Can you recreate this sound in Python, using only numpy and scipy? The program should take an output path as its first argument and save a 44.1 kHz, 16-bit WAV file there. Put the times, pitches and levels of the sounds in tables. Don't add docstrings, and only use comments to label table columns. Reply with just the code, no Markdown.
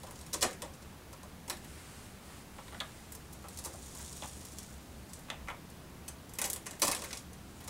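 import sys
import numpy as np
from scipy import signal
from scipy.fft import rfft, irfft, next_fast_len
from scipy.io import wavfile
from scipy.ndimage import uniform_filter1d, map_coordinates

SR = 44100
rng = np.random.default_rng(int(sys.argv[2]) if len(sys.argv) > 2 else 0)


def master(y):
    cut = np.clip(np.atleast_2d(y).T, -1, 1)
    pcm = np.round(cut * 32767)
    wavfile.write(sys.argv[1], SR, pcm.astype(np.int16))


def attenuation_scalar(level_db):
    decades = np.asarray(level_db, float) / 20
    return 10 ** decades


N = 339129


def unit(x):
    return x / np.sqrt(np.mean(x ** 2) + 1e-20)


def along(points, hz):
    f, value = np.transpose(points)
    return np.interp(np.log(hz + 1), np.log(f + 1), value)


def curve(rows):
    return np.interp(np.arange(N) / SR, *np.transpose(rows), left=-120, right=-120)


def swells(rows, edge):
    t = np.arange(0, N + 64, 64) / SR
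    gain = 0
    for middle, length, db in rows:
        distance = np.minimum(np.abs(2 * (t - middle) / length), 9)
        gain = gain + attenuation_scalar(db - 6 * distance ** edge)
    return np.interp(np.arange(N) / SR, t, gain)


def wandering(points, per_second):
    return map_coordinates(rng.standard_normal(points), [np.arange(N) / SR * per_second])


def filtered(x, response):
    m = next_fast_len(N + SR // 2)
    return irfft(rfft(x, m) * response(np.fft.rfftfreq(m, 1 / SR)), m)[:N]


def resonances(modes):
    def response(f):
        total = 0
        for k, (center, width, db) in enumerate(modes):
            damping = 1j * f * width
            total = total + (-1) ** k * attenuation_scalar(db) * damping / (center * center - f * f + damping)
        return total
    return response


def rush(spectrum, patchy_db):
    z = signal.stft(rng.standard_normal(N), nperseg=512)[2]
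    field = uniform_filter1d(rng.standard_normal(z.shape), 6, 0)
    field = uniform_filter1d(field, 10, 1)
    noise = signal.istft(z * attenuation_scalar(patchy_db * unit(field)), nperseg=512)[1][:N]
    return unit(filtered(noise, lambda hz: attenuation_scalar(along(spectrum, hz)) * (hz < 15900)))


def crackle(s, follow_db, spread_ms, count):
    chance = rng.random((len(s), 4, count))
    late = -np.log(1 - chance[:, 0]) * spread_ms / 1000
    size = attenuation_scalar(19.5 * chance[:, 1]) * np.sign(chance[:, 2] - 0.5)
    size[:, 0], late[:, 0] = 0, 0
    size *= attenuation_scalar(follow_db) / np.linalg.norm(size, axis=1, keepdims=True)
    size[:, 0], chance[:, 3, 0] = 1, 0.5
    return s + late, size / np.sqrt(1 + attenuation_scalar(2 * follow_db)), 2 * chance[:, 3] - 1


def grains(s, hz, size, cycles, count=40):
    s, hz, size = s.reshape(-1, 1), hz.reshape(-1, 1), size.reshape(-1, 1)
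    places = np.floor(s * SR).astype(int) + np.arange(count)
    turns = np.maximum(places / SR - s, 0) * hz
    envelope = turns / cycles * np.exp(1 - turns / cycles)
    wave = size * np.sin(2 * np.pi * turns) * envelope
    return np.bincount(places.ravel(), wave.ravel(), N + SR)[:N]


def pushes(s, size):
    return np.bincount((s.ravel() * SR).astype(int), size.ravel(), N + SR)[:N]


# f/Hz, level/dB (per Hz)
AIR_COLOUR = [(12, -66), (22, -2.5), (45, -12.5), (65, 1.5), (100, -3.5), (200, -3.5), (300, -9),
              (500, -14), (800, -15.5), (1200, -18), (1900, -21.5), (5000, -27), (10000, -29.5),
              (15800, -38)]
# middle t/s, length t/s, level/dB
DRONE_SURGES = [(0.15, 1, -51), (1.75, 0.13, -46), (3.19, 0.052, -45), (3.57, 0.2, -46), (4.2, 0.34, -47),
                (4.5, 0.2, -53), (4.85, 0.55, -49.5), (5.43, 0.21, -44.5), (6.08, .15, -50),
                (7.45, 0.9, -52.5)]


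def air():
    drone_hz = 72 + 6 * wandering(200, 14)
    drone = np.sqrt(2) * np.sin(2 * np.pi * np.cumsum(drone_hz) / SR)
    drone_gain = attenuation_scalar(-9.5) * (attenuation_scalar(-61.5) + swells(DRONE_SURGES, edge=2.8))
    return attenuation_scalar(-51.5) * rush(AIR_COLOUR, patchy_db=0.4) + drone_gain * drone


# delay t/ms, level/dB
ECHOES = [(.45, -95), (2.049, -6), (3.549, -3), (4.3, -23), (5.2, -38), (5.9, -6.5)]
# f/Hz, time to fall 60 dB t/s, level/dB
ROOM_TAIL = [(302, 0.41, 1.5), (856, 0.13, 4), (2030, 0.28, -3.5), (5600, 0.19, -7), (9350, 0.19, -6),
             (14100, 0.26, -14)]


def room(x, near_db, wet_db):
    def copies(f):
        return 1 + sum(attenuation_scalar(db + near_db) * np.exp(-2j * np.pi * f * ms / 1000) for ms, db in ECHOES)
    early = filtered(x, copies)
    count = 4
    hz, t, z = signal.stft(rng.standard_normal((count, SR // 2)), SR, nperseg=256)
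    t60 = along([(row[0], row[1]) for row in ROOM_TAIL], hz)[:, None]
    db = along([(row[0], row[2]) for row in ROOM_TAIL], hz)[:, None]
    tails = signal.istft(z * attenuation_scalar(db - 60 * t / t60), SR, nperseg=256)[1]
    turn = np.arange(N) // 1500 % count == np.arange(count)[:, None]
    late = signal.fftconvolve(x * turn, tails / np.linalg.norm(tails[0]), axes=1).sum(0)
    return early + attenuation_scalar(wet_db) * np.pad(late, (150, 0))[:N]


# f/Hz, level/dB (per Hz)
CLOTH_COLOUR = [(600, -39), (1000, 1), (2000, 0.5), (4000, -3.5), (6000, -4), (8700, 0), (10500, -5.5),
                (13000, -16), (16000, -26)]
# middle t/s, length t/s, level/dB
SLEEVE = [
    (1.87, 0.51, -57),
    (2.33, 0.19, -58.5),
    (2.8, 0.57, -60),
]


def sleeve():
    return swells(SLEEVE, edge=3.4) * rush(CLOTH_COLOUR, patchy_db=0.6)


# f/Hz, level/dB (per Hz)
RUB_COLOUR = [(1500, -33), (2500, -11), (3600, -4), (5000, -1), (6000, -2), (8800, 2), (11000, -5),
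              (13000, -22), (16000, -34)]
# f/Hz, width/Hz, level/dB
RAIL = [(3500, 500, -5), (5600, 270, 2), (6900, 800, 3.5), (8800, 560, 3), (10300, 3500, -10)]
# t/s, level/dB
SLIDE = [
    (2.9, -69),
    (3.4, -66),
    (3.55, -58),
    (3.85, -55.5),
    (4.0, -51.5),
    (4.2, -51),
    (4.5, -57),
    (4.65, -57),
    (5.05, -73),
]
# middle t/s, length t/s, level/dB
FLUTTER = [
    (0.05, 0.96, -62.5),
    (5.16, 0.16, -61),
    (6.77, .3, -64),
    (7.0, .18, -51),
    (7.17, 0.073, -53.5),
    (7.7, 0.4, -63),
]


def rubbing():
    slips = rng.random((4000, 3))
    slip_size = attenuation_scalar(25 * slips[:, 1]) * np.sign(slips[:, 2] - 0.5)
    fizz = filtered(pushes(slips[:, 0] * N / SR, slip_size), resonances(RAIL))
    grip = wandering(700, 70)
    hiss = attenuation_scalar(1.3 * grip) * (rush(RUB_COLOUR, patchy_db=1.2) + 0.85 * unit(fizz))
    return attenuation_scalar(-3.0) * (attenuation_scalar(curve(SLIDE)) + swells(FLUTTER, edge=1.7)) * hiss


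# f/Hz, width/Hz, level/dB
BOX = [(308, 47, -0.5), (544, 110, 2), (771, 109, 4), (1008, 220, 2), (1345, 155, -6.5)]
# t/s, level/dB, f/Hz, box drum level/dB
KNOCKS = [
    (2.6808, -39, 3560, -10.5),
    (2.8030, -25, 3580, -22),
    (4.2224, -34.5, 3500, -6.5),
    (5.3015, -24, 3500, -17),
]
# t/s, level/dB, f/Hz, box drum level/dB
TAPS = [(0.0792, -53, 1020, 9), (1.196, -54, 1250, -15), (2.5822, -42, 1170, -1.5), (2.723, -44.5, 1150, 1),
        (2.7444, -43.5, 1540, -5), (2.8054, -33, 1304, -3.5), (3.4408, -47.5, 1200, 7.5),
        (3.6644, -48, 1090, 0), (3.994, -45.5, 1060, -26), (4.2314, -37.5, 1026, -18),
        (5.2838, -44, 1130, -16), (5.3116, -40.5, 960, -6), (5.474, -42, 1180, -15),
        (5.4837, -30.5, 1390, -11), (5.4996, -35.5, 1160, -2)]


def taps():
    s, db, hz, drum_db = np.transpose(KNOCKS + TAPS)[..., None]
    knock = np.arange(len(s))[:, None] < len(KNOCKS)
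    body_db = np.where(knock, -7.5, -0.5)
    follow_db = np.where(knock, 0.5, 15)
    when, size, scatter = crackle(s, follow_db, spread_ms=1.7 * attenuation_scalar(0.7 * follow_db), count=24)
    chatter = grains(when, hz * np.exp(0.24 * scatter), size * attenuation_scalar(db - 2.5), cycles=1.9, count=300)
    tick = grains(when, 7500 * np.exp(0.3 * scatter), size * attenuation_scalar(db - 3.0), cycles=0.7)
    track_hz = 2300 * np.exp(rng.uniform(-0.46, 0.5, when.shape))
    body = grains(when, track_hz, size * attenuation_scalar(db + body_db + 2), cycles=1.13, count=150)
    drum = filtered(pushes(when, size * attenuation_scalar(db + drum_db + 32.0)), resonances(BOX))
    return chatter + tick + body + drum


# t/s, level/dB, box drum level/dB, slap level/dB
SNAPS = [(0.1096, -42, -0.5, -9), (0.2118, -44, -6, -1), (0.342, -26, -10.5, -3), (0.4278, -18, -8, -6.5),
         (0.5303, -41.5, -12, -2), (0.6207, -34.5, 2, 2.5), (1.2324, -47.5, 8.5, 5.5),
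         (1.4987, -27.5, -4.5, 0.5), (3.4852, -40.5, -16, -2), (3.6402, -38, -3, -23),
         (4.1272, -41, -17, -18), (4.5857, -34, -23, -26), (5.1343, -37.5, -19, -21),
         (6.0848, -37.5, -27, -22), (6.337, -39, -26, -15), (6.3878, -27, -8, -5), (6.4162, -21, -9.5, -9),
         (6.5008, -25, -24, -13), (6.532, -25.5, -18, -20), (6.5615, -34.5, -5.5, -1),
         (6.6667, -31, -8, -4), (6.7100, -36, -6, -6), (6.8198, -18, -5, 2), (6.8506, -25, -13, -12),
         (6.881, -24.5, -22, -2), (6.9152, -22.5, -6, -16), (6.949, -29, -10, 0.5), (7.0201, -37, 0, 4),
         (7.1298, -34.5, -4, 7), (7.3327, -45.5, -7, -10)]
# t/s, level/dB, box drum level/dB, slap level/dB
PULL = [(0.033, -44, 8, 1), (0.068, -48.5, 3, 6), (0.156, -45, -12, -12), (0.189, -46, -9, -11),
        (0.264, -42.5, -5, -14), (0.329, -37, -14, -3), (0.3325, -26, -5, -6), (0.41, -30, -6, -7),
        (0.418, -26.5, -14, -14), (0.4245, -22.5, 1, 1.5), (0.433, -29, 7, -12), (0.445, -38, 0, 7.5),
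        (0.51, -41, -14, -12), (0.624, -41, -3, -14), (0.646, -50.5, 15.5, 0), (0.737, -48, 1, -18),
        (0.822, -48.5, 0, -10), (1.129, -44.5, 2, -2), (1.479, -39, 4, -4), (1.488, -44, 7, -5),
        (1.501, -34, 3.5, 4.5), (1.524, -49, 10, -5), (1.5694, -44.5, -10, -16), (1.645, -47, -3, 3)]
# t/s, level/dB, box drum level/dB
CUT = [(3.121, -37.5, -22), (3.15, -38.5, -8), (3.327, -41, -15), (3.426, -54, -4), (3.573, -36.5, -14),
       (3.588, -34.5, -11), (3.648, -31, -5), (3.657, -33.5, -1), (3.734, -44.5, 5), (3.95, -40.5, -4),
       (3.986, -42, -12), (4.013, -46, -18), (4.168, -43.5, -12), (4.277, -41, -5), (4.288, -49, -16),
       (4.406, -43, -6), (4.45, -39.5, -7), (4.52, -44.5, -4), (4.63, -44, -23), (5.094, -49, -10),
       (5.161, -54, -5), (5.191, -47, -15), (5.7, -47, -10)]
# t/s, level/dB, box drum level/dB, slap level/dB
STRETCH = [(6.08, -34.5, -8, 1), (6.293, -46, -17, -18), (6.353, -44, -5, -5), (6.386, -30.5, -7, 0.5),
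           (6.417, -30, -8, 0), (6.4413, -25.5, -3.5, -2.5), (6.454, -26, -15, -10), (6.475, -38, -1, -2),
           (6.659, -41, -4, 2), (6.731, -51, 9, 9), (6.797, -36.5, -18, -6), (6.8166, -36.5, 9.5, 0),
           (6.829, -20, 0.5, -6), (6.842, -30, 5, -13), (6.857, -37, -8, 3), (6.87, -27, 0, -16),
           (6.876, -26, -11, -6), (6.888, -34.5, 5, -14), (6.898, -37, -10, 6), (6.917, -34.5, -11, 11.5),
           (6.964, -37.5, 2, 3), (6.99, -41, -1, -5), (7.039, -35, -4, 3.5), (7.066, -53, 6, 10),
           (7.107, -42, -4, 9), (7.151, -46, -2, -2), (7.172, -35.5, -14, -11), (7.606, -47.5, -2, 3),
           (7.64, -43.5, -4, -10), (7.677, -34.5, -5, -6)]
# t/s, f/Hz
TENSION = [(0.05, 8050), (0.35, 6850), (1.5, 8300), (3.15, 9200), (3.6, 8100), (4.3, 7700), (5.15, 6900),
           (6.1, 8200), (6.53, 8450), (6.8, 7800), (7.15, 7360), (7.68, 8040)]


def releases():
    cut = [tuple(row) + (-15,) for row in CUT]
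    s, db, drum_db, slap_db = np.transpose(SNAPS + PULL + cut + STRETCH)[..., None]
    hz = np.interp(s, *np.transpose(TENSION)) * np.exp(0.04 * rng.standard_normal(s.shape))
    follow_db = -5 + 0.14 * (db + 40.5)
    follow_db[len(SNAPS):] = 9
    return s, db, hz, drum_db, slap_db, follow_db


def film():
    s, db, hz, drum_db, slap_db, follow_db = releases()
    spread_ms = 2.2 * attenuation_scalar(0.4 * follow_db)
    when, size, scatter = crackle(s, follow_db, spread_ms, count=22)
    click_size = size * attenuation_scalar(db + 8.5 + 0.1 * follow_db)
    clicks = grains(when, hz * np.exp(0.37 * scatter), click_size, cycles=0.53)
    edge_hz = np.minimum(1.2 * hz, 14000) * np.exp(0.13 * scatter)
    edge = grains(when, edge_hz, size * attenuation_scalar(db - 2.0 - 0.59 * follow_db), cycles=0.82)
    sheet_hz = 2900 * np.exp(rng.uniform(-0.47, 1.0, when.shape))
    slap = grains(when + 0.000455, sheet_hz, size * attenuation_scalar(db + slap_db + 2.5), cycles=0.52, count=90)
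    drum = filtered(pushes(when + 0.001816, size * attenuation_scalar(db + drum_db + 24.5)), resonances(BOX))
    return clicks + edge + slap + drum


def scene():
    cutter = room(taps(), near_db=-7.5, wet_db=-7.5)
    wrap = room(film(), near_db=-2.06, wet_db=-2)
    return (wrap + cutter + rubbing() + sleeve() + air())[None]


def low_pass(x):
    return signal.sosfilt(signal.butter(12, 17000, fs=SR, output="sos"), x)


# f/Hz, level/dB
TREBLE_END = [(9000, 0.5), (12000, 2), (15700, 6), (16000, -14), (16600, -22), (16700, -90)]


def record(dry):
    heard = filtered(dry[0], lambda hz: attenuation_scalar(along(TREBLE_END, hz)))
    return low_pass(heard[None])


dry = scene()
out = record(dry)
master(out)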